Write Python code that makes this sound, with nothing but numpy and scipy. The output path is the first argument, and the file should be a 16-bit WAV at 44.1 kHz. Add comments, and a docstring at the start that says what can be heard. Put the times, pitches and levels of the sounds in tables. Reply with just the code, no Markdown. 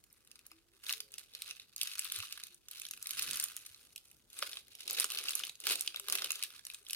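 """A thin plastic bag of soft slime crackles as hands knead it over a glass bowl in a quiet room.
Creases in the film snap as short bursts of noise and ringing, crowding into crackle with each squeeze.
Lumpy noise through the hollow of the bowl makes the low squelch, and filtered noise the late, fading rub.
Bag and slime get early echoes and a short tail; faint tones, table rumble and room tone lie under them."""
import sys
import numpy as np
from scipy import signal
from scipy.fft import rfft, irfft
from scipy.io import wavfile

SR = 44100
rng = np.random.default_rng(int(sys.argv[2]) if len(sys.argv) > 2 else 0)


def attenuation_scalar(level_db):
    """Turn a level in dB into a linear amplitude multiplier (20 dB per decade)."""
    decades = np.asarray(level_db, float) / 20
    return 10 ** decades


def put_to_file(sound):
    """Save the sound as 16-bit audio at rate SR, in the file named by the first command-line argument."""
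    columns = np.atleast_2d(sound).T  # one column per channel
    safe = np.clip(columns, -1, 1)
    whole_steps = np.round(safe * 32767)
    wavfile.write(sys.argv[1], SR, whole_steps.astype(np.int16))


N = 306495

RIGHT_LAG_S, LAG_SPREAD_S = 0.000085, 0.00005   # mean and spread of the right microphone's delay


def rms_one(x):
    """Scale to unit rms."""
    return x / np.sqrt(np.mean(x ** 2) + 1e-20)


def band(x, low_hz, high_hz):
    """Butterworth band-pass."""
    sos = signal.butter(2, [low_hz, min(high_hz, 0.45 * SR)], "band", fs=SR, output="sos")
    return signal.sosfilt(sos, x)


def resonance(x, hz, width_hz):
    """Two-pole resonance with gain 1 on top."""
    r = np.exp(-np.pi * width_hz / SR)
    top = np.array([1, 0, -1]) * (1 - r * r) / 2
    return signal.lfilter(top, [1, -2 * r * np.cos(2 * np.pi * hz / SR), r * r], x)


def drift(rate_hz):
    """Slow random wandering of unit rms: noise through two equal one-pole low-passes."""
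    r = np.exp(-2 * np.pi * rate_hz / SR)
    noise = rng.standard_normal(N + SR)
    return rms_one(signal.lfilter([1], [1, -2 * r, r * r], noise)[SR:])   # drop a second of run-in


def bump(centre_s, width_s):
    """Bell-shaped swell of height 1."""
    return np.exp(-0.5 * ((np.arange(N) / SR - centre_s) / width_s) ** 2)


def curve(table, times):
    """The columns of a table read at given times."""
    s, *columns = np.transpose(table)
    return [np.interp(times, s, c) for c in columns]


# Dull, middle and bright bands of the plastic film.
# Each row: low edge in Hz, high edge in Hz, typical fall in s, typical rise in s, relative level in dB.
FILM_BANDS = [(1117, 2140, 0.001, 0.00035, -8.5), (2407, 5320, 0.0015, 0.00055, -6),
              (6160, 14050, 0.0016, 0.00022, -3.5)]
# Thump of the slime behind the film. One row: low edge in Hz, high edge in Hz, typical fall in s,
# typical rise in s, relative level in dB. 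Rise and fall far outlast the 10 ms burst, so it stays flat.
SLIME_THUMP = (377, 1050, 0.6, 1.39, -10)


def film(times, band_db, pan_db, lag_s):
    """Each snap creeps up, cracks and rattles out in every band, ringing at a pitch of its own."""
    lead, length = 80, 440   # samples before the crack, and in all
    steps = np.arange(length)
    age = (steps - lead) / SR
    out = np.zeros((2, N))
    left = np.round(times * SR).astype(int)
    starts = left, left + np.round(lag_s * SR).astype(int)
    chance = rng.standard_normal((2, len(times), 1))
    slow_rise, slow_fall = np.exp(0.6 * chance[0]), np.exp(0.25 * chance[1])
    rattle = rng.standard_normal((len(times), length))   # one crack feeds all bands
    # the thump sounds only when a fourth level is given
    for (low_hz, high_hz, fall_s, rise_s, level_db), db in zip([*FILM_BANDS, SLIME_THUMP], band_db):
        shape = np.exp(np.where(age < 0, age / (rise_s * slow_rise), -age / (fall_s * slow_fall)))
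        pitch_hz = low_hz * (high_hz / low_hz) ** rng.random((len(times), 1))
        # the freed patch of film tightens as it rings
        ring = np.sin(2 * np.pi * pitch_hz * age * (1 + 30 * age))
        burst = (rattle + 0.5 * ring) * shape
        burst = band(band(burst, low_hz, high_hz), low_hz * 0.89, high_hz * 1.185)
        around_crack = burst[:, lead - 20:lead + 80]
        burst /= np.sqrt(np.mean(around_crack ** 2, axis=1, keepdims=True))
        for side, sign in enumerate((0.5, -0.5)):
            gain = attenuation_scalar(db + level_db + sign * pan_db)[:, None]
            at = np.maximum(starts[side], 0)[:, None] + steps
            train = np.bincount(at.ravel(), (burst * gain).ravel(), N + 2 * length)
            out[side] += train[lead:lead + N]   # the crack itself lands on the given time
    return out


# How hard the hands squeeze; it drives crackle and squelch. 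Each row: time in s, drive level in dB.
SQUEEZE = [(0.0, -78), (0.48, -70.5), (0.64, -76.5), (0.81, -67.5), (0.85, -54.5), (0.91, -48.5),
           (1.06, -71), (1.2, -59), (1.3, -68.5), (1.45, -51), (1.72, -70), (1.82, -48), (2.19, -48),
           (2.46, -60), (2.65, -74), (2.75, -51.5), (3.0, -63), (3.21, -43.5), (3.42, -47), (3.48, -53.5),
           (3.75, -64), (4.28, -75), (4.43, -44.5), (4.59, -56.5), (4.65, -68.5), (5.01, -37), (5.08, -54),
           (5.13, -42), (5.48, -51), (5.57, -72.5), (5.69, -35), (5.83, -55), (6.06, -60), (6.12, -42),
           (6.3, -49), (6.45, -52.5), (6.64, -64.5), (6.72, -61), (6.82, -66), (6.95, -60)]
# How the bag is held. Each row: time in s, dull band against the crackle in dB,
# bright band against the crackle in dB, squelch against the squeeze in dB.
HOLD = [(0.0, 2, 7.5, -17), (0.5, 0.5, -0.5, -18), (0.9, -2.5, 4.5, -24), (1.4, -7, -0.5, -20.5),
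        (1.9, -6, 0.5, -36), (2.4, -6.5, -1, -26), (2.9, -7, 2.5, -29), (3.3, -3, 2.5, -26),
        (3.6, -3.5, 4, -24), (4.1, -7, 7, -15), (4.45, -3.5, 2, -18), (4.85, -12.5, -1.5, -22.5),
        (5.1, -6.5, 0.5, -22), (5.45, -6, 0, -20.5), (5.7, -8, 1.5, -16), (5.95, -3.5, 0.5, -19.5),
        (6.25, -5.5, -1, -16.5), (6.5, -4.5, 0, -25.5), (6.95, -0.5, 7.5, -20)]


def crackle():
    """Small snaps come in clumps, at random, each with its own size, colour and place."""
    most_per_s, count = 2500, 17400   # candidates, thinned below to the wanted rate
    usual_per_s, usual_db = 650, -50   # snap rate at the usual squeeze, before clumping
    crowding = 0.15   # dB of rate per dB of squeeze
    times = np.sort(rng.uniform(0, N / SR, count))
    size = rng.exponential(1, count)
    chance = rng.standard_normal((count, 5))
    squeeze_db, = curve(SQUEEZE, times)
    clumps_db = 3.5 * drift(35)[(times * SR).astype(int)]
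    per_s = usual_per_s * attenuation_scalar(crowding * (squeeze_db - usual_db) + clumps_db)
    kept = rng.random(count) < per_s / most_per_s
    dull_db, bright_db, _ = curve(HOLD, times)
    db = squeeze_db + 3.35 * np.minimum(size, 3.5) - 6.5
    shares_db = [dull_db, 0 * times, bright_db] + 2.24 * chance[:, :3].T
    pan_db = 4.0 * chance[:, 3]
    lag_s = RIGHT_LAG_S + LAG_SPREAD_S * chance[:, 4]
    return film(times[kept], (db + shares_db)[:, kept], pan_db[kept], lag_s[kept])


# Air and glass of the bowl. Each row: resonance in Hz, width in Hz, relative level in dB.
HOLLOW = [(355, 11, -2), (410, 140, 4.5), (476, 68, 0), (618, 110, -2.5), (655, 11, -2.5), (786, 12.4, 3.5)]


def squelch():
    """Lumpy noise of moving slime sets the hollow of the bowl sounding, a little unlike on each side."""
    t = np.arange(N) / SR
    mid, side = rng.standard_normal((2, N)) * attenuation_scalar(2.5 * drift(30))
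    lumps = mid + 0.35 * side * np.array([[1], [-1]])
    hollow = np.zeros((2, N))
    for hz, width_hz, db in HOLLOW:
        hollow += attenuation_scalar(db + 2.5 * drift(5)) * resonance(lumps, hz, width_hz)
    squeeze_db, = curve(SQUEEZE, t)
    _, _, squelch_db = curve(HOLD, t)
    return rms_one(hollow) * attenuation_scalar(squeeze_db + squelch_db)


def rumble():
    """The table trembles under the working hands: uneven low noise that swells at one heavier lean."""
    rest_db, lean_s, lean_width_s, lean_rise_db = -84.5, 3.3, 0.12, 19.2
    shake = band(rng.standard_normal(N) * attenuation_scalar(3.9 * drift(6.1)), 46, 326)
    return rms_one(shake) * attenuation_scalar(rest_db + lean_rise_db * bump(lean_s, lean_width_s))


# Colour of the room tone. Each row: frequency in Hz, relative spectral level in dB.
ROOM_COLOUR = [(25, 6), (108, 1), (150, -5.5), (200, -8), (400, -4.5), (620, -14), (1000, -15),
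               (2550, -20.5), (7500, -17.5), (11000, -21), (16000, -21)]


def room_tone():
    """Steady rumble and hiss: shaped noise, partly shared by both sides."""
    level_db, alike = -76, 0.2   # alike: correlation between the sides
    hz = np.maximum(np.fft.rfftfreq(N, 1 / SR), 1)
    colour_hz, colour_db = np.transpose(ROOM_COLOUR)
    shape = attenuation_scalar(np.interp(np.log(hz), np.log(colour_hz), colour_db))
    shape = shape * np.minimum(hz / 40, 1) ** 5   # steep fall below 40 Hz
    mid, side = irfft(rfft(rng.standard_normal((2, N))) * shape, N)
    both = np.sqrt(1 + alike) * mid + np.sqrt(1 - alike) * side * [[1], [-1]]
    return attenuation_scalar(level_db) * rms_one(both)


# Single snaps of the film. Each row: time of the crack in s, dull level in dB, middle level in dB,
# bright level in dB, all before the level of their film band.
SNAPS = [(0.0392, -70, -58, -50), (0.1277, -75, -78, -47), (0.2487, -71, -69, -57.5),
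         (0.274, -80, -57, -51.5), (0.3148, -71, -49, -44.5), (0.3567, -58, -49, -49),
         (0.3917, -66, -53, -49), (0.4657, -75, -66, -40.5), (0.5162, -49, -49, -47.5),
         (0.8658, -48, -35, -45), (0.894, -39, -26, -37), (0.8999, -35.5, -33, -31),
         (0.9074, -34, -31.5, -36), (0.926, -43, -30.5, -24), (0.9364, -38, -31.5, -36),
         (1.0044, -43.5, -33, -31.5), (1.1192, -79, -69, -43.5), (1.14, -56, -38.5, -38),
         (1.1823, -52.5, -40.5, -33), (1.194, -62, -47, -42), (1.3365, -70.5, -47, -52),
         (1.3505, -49, -35, -38.5), (1.4206, -72, -34, -31), (1.5099, -46, -33, -37),
         (1.5982, -55.5, -39.5, -48.5), (1.7632, -63, -40.5, -31), (1.7808, -61, -42.5, -38),
         (1.8135, -50, -24.5, -26), (1.8238, -57, -43, -34), (1.832, -48, -31, -24),
         (1.8739, -46, -38, -31), (1.9815, -44.5, -47, -34), (1.993, -38, -35, -21),
         (2.0453, -57, -43, -30), (2.0994, -68, -36, -42), (2.1209, -41, -34, -25),
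         (2.1609, -51, -33.5, -30), (2.1882, -46, -40, -32), (2.2022, -43, -33, -38),
         (2.2264, -48, -36, -39), (2.2333, -38.5, -43, -45), (2.325, -50.5, -33.5, -32.5),
         (2.3758, -40, -42, -41), (2.3991, -44.5, -46, -44.5), (2.4364, -51, -37, -33),
         (2.469, -66, -50, -41), (2.545, -77.5, -72, -44), (2.6848, -52.5, -47, -38.5),
         (2.7127, -60, -48, -34), (2.798, -56, -45.5, -34), (2.8177, -55, -40, -33.5),
         (2.8518, -53, -35.5, -40), (2.866, -52, -46, -37), (2.887, -62.5, -47, -39.5),
         (2.9104, -45, -39, -30), (2.9355, -47.5, -42.5, -36), (2.9753, -52, -48.5, -42.5),
         (3.0265, -53.5, -44.5, -29.5), (3.058, -42, -38.5, -47), (3.0708, -52, -38, -28),
         (3.092, -49, -40, -36), (3.1082, -45, -33.5, -26), (3.116, -61, -45, -36), (3.1336, -47, -38, -36),
         (3.184, -45.5, -33.5, -44), (3.194, -37, -28, -25.5), (3.2225, -38.5, -32, -27),
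         (3.2276, -49, -42, -25.5), (3.2909, -46, -36, -41), (3.3108, -47, -34, -26.5),
         (3.3324, -41, -35, -28), (3.3567, -46.5, -41, -29.5), (3.3712, -54, -41, -28),
         (3.3989, -36, -31, -23), (3.4255, -44, -57, -29), (3.4395, -52, -44, -20.5),
         (3.5661, -52, -44.5, -29), (3.664, -59, -45, -37.5), (3.746, -64, -44.5, -55),
         (3.9608, -72, -41, -34), (3.979, -69.5, -42.5, -44), (4.114, -65, -56, -48),
         (4.3014, -75, -57.5, -49.5), (4.3303, -71, -54.5, -43), (4.3897, -53, -38.5, -29.5),
         (4.425, -24.5, -25, -37), (4.5312, -45, -35.5, -39), (4.571, -45.5, -33.5, -43),
         (4.6822, -59, -57, -50), (4.752, -68, -47, -40), (4.8065, -49.5, -41.5, -39),
         (4.8786, -53.5, -30.5, -31), (4.8987, -42.5, -32, -28.5), (4.909, -46, -34, -24),
         (4.931, -50, -49, -27.5), (4.9811, -28, -51, -37), (4.9993, -34.5, -28, -17),
         (5.007, -33, -35.5, -22), (5.0276, -39, -36, -46), (5.0433, -29.5, -30, -20.5),
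         (5.1026, -42, -34, -30), (5.1195, -48, -33, -30.5), (5.1738, -46.5, -28, -38),
         (5.1865, -39, -28, -32.5), (5.2842, -45.5, -26, -38), (5.2926, -40, -35.5, -25.5),
         (5.307, -40, -32, -27), (5.3529, -49.5, -44, -21), (5.3938, -53, -37.5, -30),
         (5.4, -38, -38.5, -48.5), (5.437, -41.5, -28, -45), (5.4506, -58, -44, -35),
         (5.4688, -56.5, -37.5, -36.5), (5.4949, -48.5, -35.5, -36.5), (5.5546, -69.5, -50, -44),
         (5.602, -57, -46, -35.5), (5.6688, -28, -25, -21), (5.675, -44.5, -28, -42),
         (5.708, -34, -28.5, -26), (5.7197, -36, -35, -26.5), (5.7561, -45, -31, -27),
         (5.7949, -54, -38, -34), (5.8094, -59, -36, -22), (5.8202, -51.5, -44, -32),
         (5.8625, -56, -43, -37), (5.876, -48, -23.5, -28), (5.9443, -42, -37, -46),
         (5.9609, -48, -29, -34), (5.9709, -43, -40.5, -42), (5.9973, -43, -39, -29.5),
         (6.073, -47, -47, -47), (6.0849, -34.5, -32, -27), (6.0989, -37, -32.5, -25.5),
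         (6.124, -36, -31.5, -18.5), (6.1529, -33.5, -28.5, -22), (6.221, -31, -28.5, -32.5),
         (6.244, -40, -27.5, -26.5), (6.3065, -36, -28.5, -24.5), (6.3188, -54.5, -41, -23.5),
         (6.3558, -57.5, -37, -35.5), (6.4266, -53, -28.5, -28.5), (6.4367, -52, -33.5, -23.5),
         (6.5628, -58, -50, -44), (6.5933, -48, -44, -48), (6.6511, -55, -45, -36),
         (6.6672, -48.5, -41, -34.5), (6.7, -56.5, -38, -42), (6.7366, -57, -64, -39.5),
         (6.746, -55.5, -44, -33.5), (6.8656, -64, -43.5, -55.5), (6.8864, -61.5, -52.5, -39),
         (6.898, -56.5, -36, -38), (6.9076, -60.5, -39.5, -28.5), (6.9319, -49, -31.5, -25),
         (6.9475, -41, -34, -38)]


def snaps():
    """The creases loud enough to be heard alone; a dull snap also thumps the slime behind the film."""
    s, *band_db = np.transpose(SNAPS)
    _, _, squelch_db = curve(HOLD, s)
    thump_db = band_db[0] + squelch_db   # more so the more it squelches
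    chance = rng.standard_normal((len(s), 2))
    lag_s = RIGHT_LAG_S + LAG_SPREAD_S * chance[:, 1]
    return film(s, [*band_db, thump_db], 2.0 * chance[:, 0], lag_s)


# Faint tones and low jolts. Each row: centre in s, width in s, mean pitch in Hz, peak level in dB.
HUMS = [(.56, 0.028, 332, -66.5), (.7, 0.068, 334, -78.5), (.75, 0.027, 387, -78), (.98, 0.047, 437, -71),
        (1.06, 0.11, 410, -76.5), (1.08, 0.031, 532, -77), (2.05, 0.033, 330, -78),
        (2.165, 0.011, 361, -67.5), (2.2, 0.012, 98.4, -54), (2.54, 0.036, 348, -75),
        (3.2, 0.032, 131.5, -69.5), (3.3, 0.052, 102.3, -80), (3.71, 0.0053, 89.3, -65),
        (5.9, 0.024, 328, -71.5), (6.03, 0.024, 406, -65), (6.13, 0.032, 379, -60.5),
        (6.82, 0.0074, 410, -69.5), (0.105, 0.0022, 5320, -62.5)]


def hums():
    """Sine tones that swell and fade, all wavering together a little in pitch."""
    wavering_s = np.cumsum(1 + 0.0137 * drift(7.7)) / SR
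    out = np.zeros(N)
    for centre_s, width_s, hz, db in HUMS:
        out += attenuation_scalar(db) * bump(centre_s, width_s) * np.sin(2 * np.pi * hz * wavering_s)
    return out


def relax():
    """The bag relaxes with a hollow rub: grainy noise through two equal resonances, fading away."""
    start_s, start_db, fade_db_per_s = 3, -74.5, 14
    hz, width_hz = 1348, 303
    age = np.arange(N) / SR - start_s
    grains = rng.standard_normal(N) * attenuation_scalar(3.7 * drift(40))
    rub = resonance(resonance(grains, hz, width_hz), hz, width_hz)
    fade_in = np.clip(age / 0.03 + 1, 0, 1)   # over the 30 ms before the start
    return rms_one(rub) * attenuation_scalar(start_db - fade_db_per_s * np.maximum(age, 0)) * fade_in


# Bowl and microphone. Each row: centre in Hz, width in Hz, boost or cut in dB.
BOWL_COLOUR = [(1400, 82, -2), (1826, 102, -27), (2563, 330, 4.5), (3840, 340, 4), (4830, 4800, 1),
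               (7490, 1500, -8.5), (10100, 3000, 1), (14160, 8400, -4.5)]


def colour(bag):
    """Bowl and microphone colour the film: a chain of resonant boosts and cuts."""
    for hz, width_hz, db in BOWL_COLOUR:
        bag = bag + (attenuation_scalar(db) - 1) * resonance(bag, hz, width_hz)
    return bag


# Early echoes. Each row: delay on the left in s, left level in dB, right level in dB.
ECHOES = [(.0009, -16.5, -27.5), (.0017, -22.5, -19.5), (.0028, -20.5, -26.5), (.0052, -30, -13.5)]


def surroundings(x):
    """Early echoes off glass and table, then a short, slightly softened noise tail of its own per side."""
    t60_s, tail_db = 0.2, -11   # tail_db: tail energy against the direct sound
    length = round(0.25 * SR)
    tail = rng.standard_normal((2, length)) * attenuation_scalar(-60 * np.arange(length) / SR / t60_s)
    tail = signal.lfilter([1], [1, -0.1], tail)
    tail[:, :round(0.002 * SR)] = 0
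    answer = attenuation_scalar(tail_db) * tail / np.sqrt(np.sum(tail ** 2, axis=1, keepdims=True))
    answer[:, 0] = 1   # direct sound
    for delay_s, left_db, right_db in ECHOES:
        answer[0, round(delay_s * SR)] += attenuation_scalar(left_db)
        # other path to the right microphone: shorter, and inverted
        answer[1, round(delay_s * 0.87 * SR)] -= attenuation_scalar(right_db)
    return signal.fftconvolve(x, answer, axes=1)[:, :N]


def scene():
    """Bag, slime and rub in their surroundings, over tones, table and room."""
    bag = colour(crackle() + snaps()) * attenuation_scalar([[-0.4], [0.4]])   # a touch louder on the right
    over_bowl = surroundings(bag + squelch() + relax())
    return over_bowl + hums() + rumble() + room_tone()


def top_cut(x):
    """Nothing passes above the cut-off."""
    return signal.sosfilt(signal.butter(12, 16970, fs=SR, output="sos"), x)


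def record(dry):
    """The very top is stepped down twice: 17 dB from 15.8 kHz, a further 60 dB from 16.8 kHz."""
    hz = np.fft.rfftfreq(N, 1 / SR)
    first_db = -17 * np.clip((hz - 15800) / 250, 0, 1)
    second_db = -60 * np.clip((hz - 16800) / 200, 0, 1)
    mix = irfft(rfft(dry) * attenuation_scalar(first_db + second_db), N)
    return top_cut(mix)


dry = scene()
out = record(dry)
put_to_file(out)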